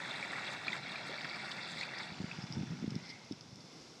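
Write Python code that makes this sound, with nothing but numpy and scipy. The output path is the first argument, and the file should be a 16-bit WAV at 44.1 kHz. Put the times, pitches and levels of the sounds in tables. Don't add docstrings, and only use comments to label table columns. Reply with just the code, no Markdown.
import sys
import numpy as np
from scipy import signal
from scipy.fft import rfft, irfft, next_fast_len
from scipy.io import wavfile

SR = 44100
rng = np.random.default_rng(int(sys.argv[2]) if len(sys.argv) > 2 else 0)


def to_wav(sig):
    pcm = np.clip(np.atleast_2d(sig), -1, 1) * 32767
    pcm = np.round(pcm).astype(np.int16)
    wavfile.write(sys.argv[1], SR, pcm.T)


N = 176400

# time in seconds, level in dB.
WATER_LEVEL = [(0, -42.5), (.3, -43), (.55, -41.5), (.6, -46), (.67, -43.5), (.75, -41.5), (.81, -46),
               (.88, -44), (1.04, -44), (1.27, -44), (1.45, -44), (1.72, -46), (1.81, -44), (1.89, -46.5),
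               (2.02, -43.5), (2.16, -52), (2.35, -50.5), (2.6, -54), (3.1, -58.5), (3.35, -64), (4, -92)]
# frequency in Hz, relative level in dB.
MOUTH_TONE = [(60, -31), (140, 0), (300, -1), (460, -9), (530, -6), (780, -5), (1080, -8.5), (1400, -2.5),
              (1620, -5.5), (1850, 0.5), (2300, -1), (2520, -7), (2750, -3.5), (2950, -23.5), (3100, -14),
              (3450, -5), (3800, -3), (4080, -9.5), (4500, -6.5), (5200, -11), (6000, -26.5), (7000, -39),
              (12000, -49)]
# frequency in Hz, relative level in dB.
BESIDE_TONE = [(60, -9.5), (200, 4.5), (550, -6), (760, 1.5), (1130, -2.5), (1370, 1.5), (1680, -1.5),
               (2100, 1), (2550, -1.5), (3000, -6), (3500, -4), (4600, -5.5), (6000, -8), (8000, -23),
               (12000, -61)]
# time in seconds, boost or cut in dB.
TREBLE_LEVEL = [(0, -9), (.45, -6.5), (.62, -7.5), (.74, -5), (.82, -7), (1.1, -4), (1.22, -4), (1.3, -2),
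                (1.6, -4.5), (1.8, 2), (1.9, -5.5), (2.02, -4.5), (2.35, -2), (2.7, -3), (4, 10.5)]
# delay in seconds, gain.
PIPE_ECHOES = [(.0031, 0.053), (0.0159, -0.068), (.021, -0.031)]
# start in seconds, level in dB, pitch in Hz, seconds to fade by 60 dB.
PLOPS = [(.052, -46, 2140, 0.024), (.2269, -29.5, 2260, 0.017), (0.2487, -35, 1900, 0.022),
         (.3092, -34, 2060, .02), (.3326, -34, 1816, 0.03), (0.361, -34, 1940, 0.017),
         (.4604, -43, 2170, 0.023), (.6807, -23, 2320, 0.018), (.6872, -41, 2270, 0.017),
         (.7302, -26, 2010, 0.017), (.862, -34, 2100, 0.017), (0.957, -32, 2315, 0.018),
         (1.115, -38, 1930, .02), (1.246, -25.5, 1850, 0.0096), (1.342, -36.5, 2210, 0.034),
         (1.772, -36, 2060, 0.025), (1.78, -36, 2000, .02), (1.792, -36, 2170, 0.015),
         (1.811, -31, 2023, .02), (1.831, -29.5, 2390, 0.016), (1.936, -35, 1870, 0.023),
         (2.003, -36.5, 2040, .03), (2.3136, -34, 2470, .02)]
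# start in seconds, level in dB, pitch in Hz.
GULPS = [(1.094, -38, 490), (1.116, -43, 366), (1.133, -40.5, 576)]
# start in seconds, level in dB, pitch in Hz.
SMACKS = [(.466, -31, 3870), (.477, -31.5, 3490), (.668, -35, 4180), (.681, -39, 3440), (0.72, -31, 3570),
          (.7315, -33, 3670), (.917, -33, 3720), (1.208, -33, 3650), (1.215, -37.5, 4850),
          (1.226, -43, 4600), (1.513, -35, 4500), (1.515, -28, 3530), (1.627, -36, 4470),
          (1.696, -35, 3680), (1.742, -40, 3570), (1.81, -30.5, 4210), (1.832, -41, 3496),
          (1.985, -36.5, 5120)]
# middle in seconds, level in dB.
SLOSHES = [(.1, -46), (0.147, -46.5), (.33, -44), (0.381, -45), (0.446, -54), (.51, -56), (.672, -45.5),
           (0.752, -43), (0.949, -45), (1.12, -53), (1.252, -45.5), (1.368, -45.5), (1.51, -50),
           (2.005, -47)]
# time in seconds, centre in Hz, level in dB.
BRIGHT_BAND = [(0, 3726, -52), (0.702, 3810, -58), (1.0, 4020, -56.5), (1.25, 4487, -62), (1.9, 4400, -58),
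               (2.15, 4396, -58.5), (2.4, 5000, -59.5), (2.599, 5530, -59), (2.85, 5550, -78),
               (3.1, 5540, -93)]
# time in seconds, level in dB.
SPRAY_LEVEL = [(0, -63.5), (.1, -61), (.5, -62), (.53, -52.5), (.56, -66), (.62, -66), (.75, -58.5),
               (.85, -74), (.92, -63.5), (1.03, -70), (1.07, -59.5), (1.12, -68), (1.5, -63), (1.67, -66.5),
               (1.71, -55), (1.74, -63.5), (1.81, -59), (1.88, -69), (2.02, -65), (2.055, -62.5),
               (2.11, -73.5), (2.8, -72)]
# frequency in Hz, relative level in dB.
SPRAY_TONE = [(4500, -34), (6000, -3), (6900, -1), (7900, 1), (8800, -6.5), (9400, -9.5), (10100, -37),
              (10600, -16.5), (11400, -13), (12300, -51), (15000, -59)]
# time in seconds, level in dB.
LOW_RING_LEVEL = [(0, -63), (2.2, -67), (2.7, -77), (3.12, -57), (3.4, -80), (3.6, -73), (4, -74)]
HIGH_RING_LEVEL = [(1.3, -73), (1.6, -60.5), (2.3, -67.5), (2.55, -66), (2.9, -73)]
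WHISTLE_LEVEL = [(2.1, -100), (2.15, -73), (2.25, -73), (2.33, -78), (2.45, -100)]
# start in seconds, level in dB, pitch in Hz.
THUMPS = [(2.096, -45, 167), (2.119, -35, 147.6), (2.202, -27.5, 171.5), (2.213, -31, 187.4),
          (2.241, -27.5, 185), (2.279, -43.5, 186), (2.386, -31, 161.5), (2.438, -33.5, 157),
          (2.502, -35, 175), (2.568, -28, 173), (2.577, -28, 174), (2.59, -32, 197), (2.609, -28, 167),
          (2.631, -29, 214), (2.705, -36, 169), (2.718, -31.5, 192), (2.733, -33, 147), (2.824, -32.5, 225),
          (2.841, -27.5, 260), (2.877, -26, 195), (2.92, -31, 189), (2.944, -31.5, 186), (2.961, -27, 178),
          (3.099, -43, 180), (3.31, -30, 282), (3.32, -39, 223), (3.329, -39, 180), (3.526, -37, 113)]
# start in seconds, level in dB, pitch in Hz.
TICKS = [(2.425, -39, 5255), (2.5247, -31.5, 5090), (2.9058, -34, 5200), (2.9547, -33, 5400),
         (3.1512, -46.5, 4160), (3.249, -42.5, 5060), (3.3228, -32.5, 5360), (3.4097, -37.5, 5140),
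         (3.558, -38.5, 5330), (3.6067, -45, 4830)]
# middle in seconds, half length in seconds, level in dB.
SCUFFS = [(3.06, 0.046, -56), (3.103, 0.013, -51.5), (3.612, 0.012, -58.5)]
# frequency in Hz, relative level in dB.
SCUFF_TONE = [(500, -37), (2200, -5), (3000, -3), (4200, 7.5), (5300, 13), (6500, -10), (9000, -18),
              (15000, -40)]
WIND_TONE = [(25, -63.5), (50, -40), (85, -4.5), (135, 8.5), (210, 5.5), (380, -10), (600, -33.5),
             (1500, -57.5)]
AIR_TONE = [(24, -39), (45, -16), (90, -9.5), (150, -1.5), (300, 0), (470, -4), (800, -8.5), (1300, -11),
            (1850, -17), (2300, -14.5), (3000, -16), (4200, -13), (5250, -6.5), (6000, -13), (7200, -21),
            (9200, -30), (12000, -39), (15500, -57)]
# time in seconds, level in dB.
WIND_LEVEL = [(0, -59), (2.0, -58.5), (2.15, -52.5), (2.33, -54), (2.47, -53.5), (2.58, -43.5),
              (2.66, -47.5), (2.73, -43), (2.79, -47), (2.96, -45.5), (3.0, -57), (3.25, -61.5),
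              (3.58, -57.5), (3.68, -63), (4, -69)]
AIR_LEVEL = [(0, -57.5), (2.2, -58), (2.6, -57.5), (3.1, -57.5), (3.5, -58.5), (3.8, -54.5), (4, -56.5)]

TIME = np.arange(N) / SR
MOVE_ASIDE_S = 2.13
PLOP_RISE_PER_S = 11.6


def from_db(db):
    return 10 ** (np.asarray(db) / 20)


def rms_one(x):
    return x / np.sqrt(np.mean(x ** 2) + 1e-20)


def level(rows):
    return from_db(np.interp(TIME, *np.transpose(rows)))


def fade(t, seconds):
    return np.exp(-np.log(1000) * t / seconds)


def colour(x, tone):
    size = next_fast_len(N + SR // 4)
    size += size % 2
    hz, db = np.transpose(tone)
    bins_hz = np.arange(size // 2 + 1) * SR / size
    gain = from_db(np.interp(np.log(bins_hz + 1), np.log(hz), db))
    cepstrum = irfft(np.log(rms_one(gain)))
    cepstrum[1:size // 2] *= 2
    cepstrum[size // 2 + 1:] = 0
    return irfft(rfft(x, size) * np.exp(rfft(cepstrum)))[:N]


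def drift(hz):
    pole = np.exp(-2 * np.pi * hz / SR)
    return rms_one(signal.lfilter([1], [1, -2 * pole, pole * pole], rng.standard_normal(N + SR))[SR:])


def add(track, s, sound):
    i = int(s * SR)
    track[i:i + len(sound)] += sound[:N - i]


def band_pass(x, low_hz, high_hz):
    return signal.sosfilt(signal.butter(2, [low_hz, high_hz], "band", fs=SR, output="sos"), x + 1e-18)


def ringing_noise(hz, width_hz):
    return rms_one(band_pass(rng.standard_normal(N), hz - width_hz / 2, hz + width_hz / 2))


def water():
    bubbles = bubbling(low_hz=458.6, high_hz=7270, per_s=1600, cycles=26.2, spread_db=3)
    flow = pipe(bubbles + from_db(0.5) * rng.standard_normal(N))
    at_mouth = rms_one(colour(flow, MOUTH_TONE))
    beside = rms_one(colour(flow, BESIDE_TONE))
    heard = np.where(TIME > MOVE_ASIDE_S, beside, at_mouth)
    treble = signal.sosfiltfilt(signal.butter(4, 3100, "high", fs=SR, output="sos"), heard)
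    heard += (level(TREBLE_LEVEL) - 1) * treble
    return from_db(-0.2) * level(WATER_LEVEL) * heard


def bubbling(low_hz, high_hz, per_s, cycles, spread_db):
    out, t = np.zeros(N), TIME[:SR // 20]
    for when, pitch, size, flip in rng.random((int(per_s * N / SR), 4)):
        hz = low_hz * (high_hz / low_hz) ** pitch
        ring_s = cycles / hz
        age = t[:int(ring_s * SR) + 2]
        size_db = spread_db * min(-np.log(size), 3.2)
        gain = hz * from_db(size_db) * np.sign(flip - .5)
        add(out, when * (N - 1) / SR, gain * np.sin(2 * np.pi * hz * age) * fade(age, ring_s))
    return rms_one(out)


def pipe(x):
    t = TIME[:SR // 5]
    tail = rng.standard_normal(len(t)) * fade(t, seconds=0.12)
    ring = from_db(-10.5) * signal.fftconvolve(x, tail / np.linalg.norm(tail))[:N]
    echoes = sum(gain * np.pad(x, (int(s * SR), 0))[:N] for s, gain in PIPE_ECHOES)
    return x + ring + echoes


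def plops():
    t, gulp_ring_s = TIME[:SR // 12], 0.032
    rings, splashes = np.zeros(N), np.zeros(N)
    attack = 1 - np.exp(-t / 0.00053)
    for s, db, hz, ring_s in PLOPS + [(*gulp, gulp_ring_s) for gulp in GULPS]:
        ring = np.sin(2 * np.pi * hz * (t + PLOP_RISE_PER_S * t * t / 2))
        add(rings, s, from_db(db + 3) * ring * attack * fade(t, ring_s))
    for s, db, _, _ in PLOPS:
        add(splashes, s, from_db(db - 14.5) * rng.standard_normal(len(t)) * fade(t, seconds=0.03))
    return pipe(rings + colour(splashes, MOUTH_TONE))


def smacks():
    t, out = TIME[:SR // 12], np.zeros(N)
    attack = 1 - np.exp(-(t / 0.00097) ** 2)
    envelope = attack * fade(t, seconds=0.029)
    for s, db, hz in SMACKS:
        spatter = from_db(-4) * ringing_noise(hz, width_hz=1180)[-len(t):]
        add(out, s, from_db(db - 3.5) * envelope * (np.sin(2 * np.pi * hz * t) + spatter))
    return out


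def sloshes():
    half_length_s = 0.0097
    swell = sum(from_db(db) * np.exp(-((TIME - s) / half_length_s) ** 2) for s, db in SLOSHES)
    return swell * ringing_noise(hz=1360, width_hz=1130)


def bright_splashing():
    s, hz, db = np.transpose(BRIGHT_BAND)
    width_hz, flicker_db = 740, 4
    phase = 2 * np.pi * np.cumsum(np.interp(TIME, s, hz)) / SR
    low_pass = signal.butter(3, width_hz / 2, fs=SR, output="sos")
    noise = signal.sosfilt(low_pass, rng.standard_normal((2, N)))
    band = noise[0] * np.cos(phase) + noise[1] * np.sin(phase)
    flicker = from_db(flicker_db * drift(hz=53))
    return level(np.column_stack([s, db])) * rms_one(band * flicker)


def spray():
    droplets = bubbling(low_hz=5890, high_hz=11670, per_s=2000, cycles=90, spread_db=3.9)
    fizz = pipe(droplets + from_db(-6) * rng.standard_normal(N))
    in_beam = np.interp(TIME, [2.4, 2.95], [1, 0])
    return from_db(-2) * level(SPRAY_LEVEL) * in_beam * rms_one(colour(fizz, SPRAY_TONE))


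def pipe_notes():
    low = level(LOW_RING_LEVEL) * ringing_noise(hz=2098, width_hz=230)
    high = level(HIGH_RING_LEVEL) * ringing_noise(hz=3510, width_hz=80)
    return low + high


def buffeting():
    t, thumps = TIME[:SR // 8], np.zeros(N)
    for s, db, hz in THUMPS:
        add(thumps, s, from_db(db - 2) * 2 * np.sin(2 * np.pi * hz * t) * fade(t, seconds=0.025))
    rumble = colour(rng.standard_normal(N), WIND_TONE) * from_db(1.5 * drift(hz=25))
    return band_pass(thumps, 120, 494.6) + level(WIND_LEVEL) * rms_one(rumble)


def grit():
    t, snaps = TIME[:SR // 16], np.zeros(N)
    for s, db, hz in TICKS:
        ring = np.sin(2 * np.pi * hz * t)
        crack = from_db(-1) * rng.standard_normal(len(t))
        add(snaps, s, from_db(db - 1.5) * (ring + crack) * fade(t, seconds=0.0088))
    crunch = rms_one(rng.standard_normal(N) * from_db(2.3 * drift(hz=150)))
    scuffs = sum(from_db(db) * np.exp(-((TIME - s) / half) ** 2) for s, half, db in SCUFFS)
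    return band_pass(snaps, 3200, 5700) + colour(scuffs * crunch, SCUFF_TONE)


def whistle():
    return level(WHISTLE_LEVEL) * ringing_noise(hz=7140, width_hz=54)


def air():
    return level(AIR_LEVEL) * rms_one(colour(rng.standard_normal(N), AIR_TONE))


def scene():
    drain = water() + plops() + smacks() + sloshes() + bright_splashing() + spray() + pipe_notes()
    return (drain + buffeting() + grit() + whistle() + air())[None]


def record(dry):
    return signal.sosfilt(signal.ellip(10, .1, 70, 15200, fs=SR, output="sos"), dry)


dry = scene()
out = record(dry)
to_wav(out)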